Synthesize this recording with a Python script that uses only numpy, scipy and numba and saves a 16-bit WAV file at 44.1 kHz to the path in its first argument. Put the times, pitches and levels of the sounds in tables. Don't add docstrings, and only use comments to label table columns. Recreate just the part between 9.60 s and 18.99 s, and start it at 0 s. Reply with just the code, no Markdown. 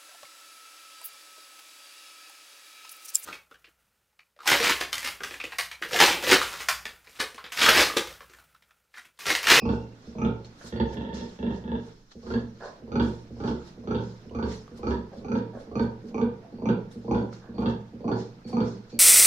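import sys
import numpy as np
from scipy import signal
from scipy.fft import rfft, irfft, next_fast_len
from scipy.io import wavfile
from scipy.ndimage import uniform_filter1d
from numba import njit

SR = 44100
rng = np.random.default_rng(int(sys.argv[2]) if len(sys.argv) > 2 else 0)


def elevation(decibels):
    levels = np.asarray(decibels, float)
    return 10 ** (levels / 20)


def materialize(psi):
    bounded = np.clip(np.atleast_2d(psi).T, -1, 1)
    quanta = np.round(bounded * 32767).astype(np.int16)
    wavfile.write(sys.argv[1], SR, quanta)


N = 414128

# (time [s], pitch [Hz], level [dB], overtone level [dB])
WHINE = [
    (0.0, 2570, -47.5, -48.5),
    (0.027, 2603, -50, -59.5),
    (0.31, 2770, -77, -83),
    (0.34, 2610, -75, -92),
]
# (peak time [s], fade
# [s], snuffle level [dB], straw level [dB])
SWELLS = [(0.13, 0.16, -50.5, -70), (0.48, 0.22, -62, -78), (0.65, 0.35, -64, -98),
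          (1.072, .15, -47, -58), (1.332, 0.17, -51, -84), (1.96, 0.12, -56.5, -91),
          (2.27, 0.19, -58, -76), (2.722, 0.19, -48.5, -69), (3.062, 0.13, -52, -81),
          (3.882, 0.13, -42, -74), (4.08, 0.11, -56, -71.5), (4.45, 0.27, -55, -77),
          (4.918, 0.14, -42.5, -60.5), (5.181, 0.053, -58, -62.5), (5.309, 0.12, -47.5, -111),
          (5.582, 0.09, -59, -75.5), (5.78, 0.064, -52.5, -94), (6.01, 0.098, -59, -72),
          (6.23, 0.076, -49, -69.5), (6.489, 0.072, -59.5, -71), (7.109, 0.09, -74, -96),
          (7.56, 0.16, -52.5, -97), (8.1, 0.088, -49, -108.5), (8.6, 0.13, -47, -78),
          (9.08, 0.15, -47, -87)]
# (time [s], fade [s], snuffle level [dB], straw level [dB])
JERKS = [
    (0.854, 0.062, -54, -91),
    (0.995, 0.048, -81, -96),
    (1.545, 0.33, -44, -67.5),
    (2.52, 0.035, -52, -90),
    (3.424, .2, -42.5, -57),
    (7.318, 0.12, -59.5, -63.5),
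    (7.733, 0.11, -51.5, -77),
    (8.88, 0.22, -52.5, -62),
    (9.3, 0.12, -56.5, -89.5),
]
# (frequency [Hz], level per Hz [dB])
SNUFFLE_COLOUR = [(1470, 5.5), (2500, -2.5), (3250, 1.5), (4370, 7), (4810, 2), (5070, 7), (6700, 0),
                  (9000, -19.5), (11700, -44), (19800, -120)]
# (frequency [Hz], level per Hz [dB])
STRAW_COLOUR = [(4120, -29.5), (7000, -4.5), (10100, -9), (11100, -13.5), (13700, -23), (14900, -14.5),
                (15600, -33)]
STIR_DB, SWELL_SHARE, JERK_S = 25.5, 0.9, 0.016
CALM_SNUFFLE_DB, CALM_STRAW_DB = -70, -92

# (break time [s], loudest flap time [s], effort [dB], snout level [dB], mouth level [dB])
GRUNTS = [(0.054, 0.089, -26, -36, -31.5), (0.5835, 0.6496, -27, -27, -29), (2.667, 2.739, -29, -43, -29),
          (3.317, 3.396, -22.5, -32, -27), (3.803, 3.875, -25.5, -40.5, -29.5),
          (4.274, 4.347, -27, -34.5, -27), (4.749, 4.827, -26.5, -34, -31.5),
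          (5.2304, 5.3075, -26.5, -34.5, -31.5), (5.646, 5.753, -26.5, -29.5, -33),
          (6.155, 6.196, -24, -32, -36), (6.545, 6.614, -27.5, -28, -35.5), (7.055, 7.09, -23, -28.5, -34),
          (7.513, 7.546, -22.5, -35.5, -36), (7.9807, 8.0591, -24, -39, -26), (8.479, 8.516, -24, -34, -38),
          (8.93, 9.005, -24.5, -33.5, -35)]
# (first flap time [s], loudest flap time [s], hold [s], effort [dB], mouth level [dB])
RESTLESS = [
    (1.124, 1.199, 0.012, -24.5, -29),
    (1.291, 1.3704, 0.24, -35.5, -25),
    (1.788, 1.867, 0.024, -29.5, -28.5),
    (2.038, 2.115, 0.012, -30, -29.5),
]
# (time [s], throat start [Hz], tongue with mouth shut [Hz], with mouth open [Hz], sinus [dB])
POSTURE = [(0.1, 890, 1270, 1425, -6), (0.599, 890, 1300, 1310, -25), (1.2, 884, 1400, 1735, -5),
           (1.4, 846, 1400, 1740, -23), (2.1, 872, 1430, 1660, -23), (2.701, 890, 1490, 1680, -1.5),
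           (3.4, 850, 1366, 1545, -2.5), (4.3, 855, 1390, 1390, -7), (5.299, 792, 1340, 1660, -3),
           (6.2, 800, 1320, 1566, -6), (6.6, 807, 1200, 1500, -10), (7.3, 744, 1180, 1410, -12),
           (8.05, 815, 1226, 1600, -4), (9.0, 752, 1220, 1390, -4)]
# (frequency [Hz], width [Hz], level [dB])
CHEST = [(203, 57.5, -0.5), (396, 100, -3.5), (469.8, 58.4, 0.5), (850, 84, -16)]
# (frequency [Hz], width [Hz], level [dB])
SNOUT = [(2400, 274, 1), (6070, 290, 0)]
# (frequency [Hz], width [Hz], level [dB])
MOUTH = [(2710, 170, 0.5), (3465, 530, 1.5), (4150, 190, -4), (5780, 140, -12.5)]
# (frequency [Hz], width [Hz], level [dB])
SINUS = [(4486, 245, 6.5)]
FLAP_S = .037
MURMUR_FLAPS = 3
MURMUR_DB, MURMUR_DULL_DB, RESTLESS_FIRST_DB = 19, 13.5, 7.5
MURMUR_END_DB, BREAK_DB_PER_S = 1.5, 73.5
MURMUR_THROAT_DB, MURMUR_PITCH = 3, .7
RELEASE_S, RELEASE_DB, CLOSE_S = .1, 27, 0.028
THROAT_DB, THROAT_FIRST_DB, THROAT_END_DB = -10, -13.5, -11.5
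SNOUT_FIRST_DB, SNOUT_END_DB, RESTLESS_SNOUT_DB = -1, -1.5, -40.5
MOUTH_SHUT_DB, MOUTH_END_DB, RESTLESS_TONGUE_DB = -10.5, -1.5, -2
JAW_LEAD_S, TONGUE_START = 0.0032, 0.893
REST_HZ = 891.8

# (frequency [Hz], width [Hz], level [dB])
BOOM = [(68.2, 5.3, 7.5), (116.87, 3.52, -2)]
# (time [s], first mode [dB], second mode [dB])
PLACE = [(0, 7, 15), (2, 3, 6), (4, 4, 13.5), (5.5, 3.5, 8), (6.5, -5, 6.5), (8, 1, 13.5), (9.4, -8, 9.5)]
# (frequency [Hz], width [Hz], level [dB])
PEN = [(226, 50, -1.5), (234.7, 8.9, 15.5), (312, 3.4, -36), (478, 2.6, -14.5), (908, 6.3, -7)]
# (frequency [Hz], time to fall 60 dB [s])
WALLS = [(60, 1), (250, 0.43), (700, 0.47), (1500, 0.36), (4000, 0.35), (8000, 0.059)]
# (frequency [Hz], left-right likeness [-1 to 1])
ALIKE = [(60, .97), (130, .995), (290, .95), (640, .65), (1100, -.2), (2000, 0), (15000, 0)]
LAG = 16
LAG_FROM_HZ = 830

# (time [s], peak level [dB])
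GULPS = [(0.471, -39.5), (1.039, -40.5), (2.551, -40), (3.219, -40.5), (3.705, -38), (4.175, -39.5),
         (4.656, -41), (5.114, -39.5), (5.56, -40.5), (5.939, -39.5), (6.438, -36.5), (6.925, -37),
         (7.355, -38), (7.884, -38.5), (8.333, -39), (8.849, -37), (9.326, -35)]
# (time [s], peak level [dB], pitch [Hz])
SMACKS = [
    (0.847, -52, 4280),
    (2.5164, -63, 4400),
    (3.0095, -53, 1630),
    (4.0154, -58, 1290),
    (4.696, -61, 2920),
    (5.0792, -54.5, 1190),
    (7.314, -62.5, 3800),
    (7.7285, -53.5, 1340),
]
# (time [s], level [dB], length [s], brightness [dB])
SNORTS = [
    (1.007, -55.5, 0.02, 3.5),
    (7.799, -62, 0.15, 0.5),
    (2.999, -44.5, 0.11, -3),
    (5.511, -49, 0.057, -13),
    (5.93, -46.5, 0.086, -12),
    (6.825, -53, 0.052, -36),
]
# (frequency [Hz], width [Hz], level [dB])
PIGLET = [(583, 370, 1.5), (890, 630, -10)]
# (frequency [Hz], width [Hz], level [dB])
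NOSTRIL = [(997, 130, -0.5), (1480, 350, -1), (1780, 290, -2.5)]
# (time [s], level [dB], length [s])
NOSE = [
    (9.315, -66, 0.038),
    (6.922, -79, 0.16),
    (7.947, -68.5, 0.019),
    (8.842, -68.5, 0.11),
]

# (frequency [Hz], level per Hz [dB])
AIR = [(48, -26), (66, 0), (120, 4), (250, 6.5), (600, -6.5), (1000, -9.5), (1400, -8.5), (1900, -14.5),
       (3000, -19.5), (5000, -21), (6800, -31), (8000, -38.5), (15600, -53)]
AIR_DB = -53.5
LULL_S, LULL_WIDTH_S, LULL_DB = 2.597, 0.27, -14.5
# (frequency [Hz], level per Hz [dB])
HANDS = [(26, -4), (36, -2.5), (46, -24.5), (80, -69)]
# (frequency [Hz], left minus right [dB])
TILT = [(60, -3.5), (110, -3.5), (200, -1), (380, -3.5), (700, -1.5), (1290, -3), (2380, -6.5), (4400, 0.5),
        (8120, 2), (15000, -6)]
TOP_HZ = 15650


def unit(x):
    return x / np.sqrt(np.mean(x ** 2) + 1e-20)


def along(points, hz):
    f, v = np.transpose(points)
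    return np.interp(np.log(hz + 1), np.log(f + 1), v)


def curves(rows):
    s, *cols = np.transpose(rows)
    return [np.interp(np.arange(N) / SR, s, c) for c in cols]


def filtered(x, response):
    m = next_fast_len(x.shape[-1] + SR // 2)
    spectrum = rfft(x, m) * response(np.fft.rfftfreq(m, 1 / SR))
    return irfft(spectrum, m)[..., :x.shape[-1]]


def ringing(modes):
    def response(f):
        total = 0
        for k, (centre, width, db) in enumerate(modes):
            resonance = 1j * f * width / (centre * centre - f * f + 1j * f * width)
            total = total + (-1) ** k * elevation(db) * resonance
        return total
    return response


def paired(two):
    def mix(hz):
        turn = np.arccos(np.clip(along(ALIKE, hz), -1, 1)) / 2
        return np.array([np.cos(turn), np.sin(turn)])
    mid, side = filtered(two, mix)
    return np.array([mid + side, mid - side])


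def rush(spectrum, patchy_db):
    z = signal.stft(rng.standard_normal((2, N)), nperseg=256)[2]
    field = uniform_filter1d(rng.standard_normal(z.shape[1:]), size=5, axis=0)
    field = uniform_filter1d(field, size=8, axis=1)
    two = signal.istft(z * elevation(patchy_db * unit(field)), nperseg=256)[1][:, :N]
    return unit(filtered(paired(two), lambda hz: elevation(along(spectrum, hz))))


def whine():
    last_s, last_hz = WHINE[-1][:2]
    hz, db, over_db = curves(WHINE + [(last_s + .03, last_hz, -110, -110)])
    wobble_hz = 1100 * uniform_filter1d(rng.standard_normal(N), size=200)
    turn = 2 * np.pi * np.cumsum(hz + wobble_hz) / SR
    return np.sqrt(2) * (elevation(db) * np.sin(turn) + elevation(over_db) * np.sin(2 * turn))


def litter():
    t = np.arange(0, N + 64, 64) / SR
    s, fade, snuffle_db, straw_db = np.transpose(SWELLS + JERKS)[..., None]
    swells = np.arange(len(s))[:, None] < len(SWELLS)
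    rise = np.where(swells, SWELL_SHARE * fade, JERK_S)
    loss_db = STIR_DB * np.maximum((s - t) / rise, (t - s) / fade)

    def level(db, calm_db):
        return np.interp(np.arange(N) / SR, t, elevation(db - loss_db).sum(0) + elevation(calm_db))

    snuffle = level(snuffle_db + 1, CALM_SNUFFLE_DB) * rush(SNUFFLE_COLOUR, patchy_db=2.0)
    return snuffle + level(straw_db, CALM_STRAW_DB) * rush(STRAW_COLOUR, patchy_db=3.5)


def gap(first, peak):
    return (peak - first) / round((peak - first) / FLAP_S)


def grunts():
    rows = []
    for out, peak, db, snout, mouth in GRUNTS:
        step = gap(out, peak)
        first = min(peak - MURMUR_FLAPS * step, out - step)
        rows.append((first, out, peak, 0, db, snout, mouth, 0))
    for first, peak, hold, db, mouth in RESTLESS:
        rows.append((first, first, peak, hold, db, RESTLESS_SNOUT_DB, mouth, 1))
    rows.sort()
    ends = [row[0] for row in rows[1:]] + [N / SR]
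    return [(*row, end) for row, end in zip(rows, ends)]


def flaps(jitter=0.00098, scatter_db=2):
    x = np.zeros(N)
    for s, _, peak, *_, end in grunts():
        chance = rng.standard_normal((24, 2))
        times = s + gap(s, peak) * np.arange(24) + jitter * chance[:, 0]
        keep = (times < end - FLAP_S / 2) & (times > 0)
        x[(times[keep] * SR).astype(int)] = elevation(scatter_db * chance[keep, 1])
    return x


def strengths():
    effort, colour = [], []
    for s, out, peak, hold, db, snout, mouth, agape, end in grunts():
        shut = mouth + (1 - agape) * MOUTH_SHUT_DB
        done, drop = peak + hold + RELEASE_S, peak - JAW_LEAD_S
        first = np.array([THROAT_FIRST_DB, snout + SNOUT_FIRST_DB, shut])
        dull = first - [MURMUR_THROAT_DB, MURMUR_DULL_DB, MURMUR_DULL_DB]
        murmur = [] if agape else [(s - .004, db - MURMUR_DB), (out - .008, db - MURMUR_END_DB)]
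        under_db = RESTLESS_FIRST_DB if agape else BREAK_DB_PER_S * (peak - out)
        push = [(s - .012, -90), *murmur, (out - .004, db - under_db), (peak, db), (peak + hold, db),
                (done, db - RELEASE_DB), (done + CLOSE_S, -90)]
        tone = [(s - .012, *dull), (out - .008, *dull), (out - .004, *first),
                (drop - .004, THROAT_DB, snout, shut), (drop, THROAT_DB, snout, mouth),
                (peak + hold, THROAT_DB, snout, mouth),
                (done, THROAT_END_DB, snout + SNOUT_END_DB, mouth + MOUTH_END_DB)]
        effort += [row for row in push if row[0] < end - .013]
        colour += [row for row in tone if row[0] < end - .013]
    return curves(effort) + curves(colour)


def tract():
    when, *lies = np.transpose(POSTURE)
    rows = []
    for s, out, peak, *_, agape, end in grunts():
        hz, shut, wide, sinus = [np.interp(peak, when, c) for c in lies]
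        over, drop = 1.6 * REST_HZ - .6 * hz, peak - JAW_LEAD_S
        trims = (agape * RESTLESS_TONGUE_DB, sinus)
        start, before = (wide, wide) if agape else (TONGUE_START * shut, shut)
        if not agape:
            rows.append((s, MURMUR_PITCH * hz, MURMUR_PITCH * shut, 0, *trims))
        rows += [(out, hz, start, agape, *trims), (drop - .014, over, before, agape, *trims),
                 (drop + .012, over, wide, 1, *trims), (peak + .07, over, wide, 1, *trims)]
    return curves(rows)


@njit
def gliding(x, turn, fade):
    y = np.zeros(len(x))
    for i in range(2, len(x)):
        drive = 2 * (1 - fade) * np.sin(turn[i]) * x[i]
        y[i] = drive + 2 * fade * np.cos(turn[i]) * y[i - 1] - fade * fade * y[i - 2]
    return y


def formant(x, hz, width_hz):
    turn, fade = 2 * np.pi * hz / SR, np.exp(-np.pi * width_hz / SR)
    return gliding(gliding(x, turn, fade), turn, fade)


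def sow():
    effort_db, throat_db, snout_db, mouth_db = strengths()
    throat_hz, tongue_hz, jaw, trim_db, sinus_db = tract()
    effort = elevation(effort_db)
    snaps = flaps() * effort
    t = np.arange(SR // 10) / SR

    def puffs(t60, leak):
        puff = elevation(-60 * t / t60) * (1 - np.exp(-t * 500))
        flow = signal.fftconvolve(snaps, puff)[:N] + leak * effort
        return flow * rng.standard_normal(N)

    def through(level_db, modes):
        return filtered(elevation(level_db) * high, lambda f: ringing(modes)(f) ** 2)

    low = snaps * 34 + puffs(.1, 0.09) * 1.2 + gulps()
    voice = filtered(low, lambda f: ringing(CHEST)(f) / (1 + 1j * f / 700) ** 2) * elevation(21.5)
    high = snaps * 20 + puffs(.04, .032) * 2.1
    voice += formant(elevation(throat_db + 25.5) * high, throat_hz, width_hz=99)
    tongue_db = trim_db + (1 - jaw) * (throat_db + 23.0) + jaw * (0.3 * mouth_db + 16.0)
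    voice += formant(elevation(tongue_db) * high, tongue_hz, width_hz=250)
    voice += formant(elevation(tongue_db - 5) * high, tongue_hz - 260, width_hz=300)
    voice += through(snout_db + 28 - 12.0 * jaw, SNOUT)
    voice += through(mouth_db + 24, MOUTH)
    voice += through(throat_db + sinus_db + 2, SINUS)
    voice += through(mouth_db + 8.5, [(3400, 2200, 0)])

    def soft(f):
        return (1j * f / (85 + 1j * f)) ** 3 / (1 + 1j * f / 7500) ** 3
    return filtered(voice, soft), low


def boom(push):
    out = np.zeros(N)
    for mode, db in zip(BOOM, curves(PLACE)):
        broad = (mode[0], 60, 0)
        out += elevation(db + 24.5) * filtered(push, lambda f: ringing([mode])(f) * ringing([broad])(f))
    return out


def walls(x, piece=SR * 2 // 3):
    out = np.zeros((2, N + 2 * SR))
    for i in range(0, N, piece):
        hz, t, z = signal.stft(rng.standard_normal((2, SR * 3 // 5)), SR, nperseg=512)
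        fading = z * elevation(-60 * t / along(WALLS, hz)[:, None])
        tail = paired(signal.istft(fading, SR, nperseg=512)[1])
        wet = signal.fftconvolve(x[None, i:i + piece], tail / np.linalg.norm(tail[0]), axes=1)
        out[:, i + 250:][:, :wet.shape[1]] += wet
    return out[:, :N]


def gulps():
    x, t = np.zeros(N + SR), np.arange(SR // 10) / SR
    for s, db in GULPS:
        start = round(s * SR)
        x[start:][:60] += elevation(db) * np.hanning(60)
        x[start:][:len(t)] += elevation(db - 12 - 60 * t / 0.39) * rng.standard_normal(len(t))
    return x[:N]


def smacks():
    x, t = np.zeros(N + SR), np.arange(SR // 40) / SR
    for s, db, hz in SMACKS:
        wet = .5 * rng.standard_normal(len(t)) * elevation(-60 * t / 0.0055)
        click = np.sin(2 * np.pi * hz * t) + wet
        x[round(s * SR):][:len(t)] += elevation(db + 14.5 - 60 * t / 0.019) * click
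    return filtered(x[:N], lambda f: 1 / (1 + 1j * f / 6000) ** 3)


def snorts():
    dull, bright = np.zeros((2, N + SR))
    for s, db, length, bright_db in SNORTS:
        t = np.arange(round(length * SR)) / SR
        flutter = 1 + .5 * np.sin(2 * np.pi * 55 * t)
        shape = np.sin(np.pi * (t / length) ** 0.64) * flutter
        air = elevation(db + 19.5) * shape * rng.standard_normal(len(t))
        dull[round(s * SR):][:len(t)] = air
        bright[round(s * SR):][:len(t)] = elevation(bright_db) * air
    throat = filtered(dull[:N], lambda f: ringing(PIGLET)(f) ** 2)
    return throat + filtered(bright[:N], lambda f: ringing(NOSTRIL)(f) ** 2)


def nose():
    air = np.zeros(N)
    for s, db, length in NOSE:
        t = np.arange(round(length * SR)) / SR
        flutter = 1 + 0.78 * np.cos(2 * np.pi * t / FLAP_S)
        air[round(s * SR):][:len(t)] = elevation(db + 16.5) * flutter * rng.standard_normal(len(t))
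    return filtered(air, lambda f: ringing(SNOUT[:1] + SINUS)(f) ** 2)


def scene():
    voice, push = sow()
    voice = voice + nose()
    direct = elevation(-3) * voice + elevation(2.5) * filtered(voice, ringing(PEN)) + boom(push)
    direct = filtered(direct, lambda hz: (1j * hz / (58 + 1j * hz)) ** 4)

    def later(f):
        return np.exp(-2j * np.pi * f * LAG / SR / (1 + (LAG_FROM_HZ / (f + 1)) ** 3))

    ports = np.array([filtered(direct, later), direct])
    near = smacks() + whine()
    piglet = snorts()
    loudness = np.sqrt(np.abs(uniform_filter1d(direct ** 2, size=2600)))
    duck = (1 + loudness / elevation(-32)) ** -.8
    lull_db = LULL_DB * np.exp(-((np.arange(N) / SR - LULL_S) / LULL_WIDTH_S) ** 2)
    air = rush(AIR, patchy_db=1.5)
    behind = litter() + elevation(AIR_DB + lull_db) * air
    echoes = elevation(-4) * walls(voice + piglet + elevation(-6) * near)
    return ports + near + piglet + echoes + duck * behind


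def low_pass(x):
    return signal.sosfilt(signal.butter(12, 15720, fs=SR, output="sos"), x)


def record(dry):
    sway = elevation(-61.5) * unit(filtered(rng.standard_normal(N), lambda hz: elevation(along(HANDS, hz))))
    hiss = elevation(-81.5) * rng.standard_normal((2, N))

    def colour(hz):
        return elevation(np.array([[.5], [-.5]]) * along(TILT, hz)) * (hz < TOP_HZ)

    return low_pass(filtered(dry + sway + hiss, colour))


dry = scene()
out = record(dry)
materialize(out)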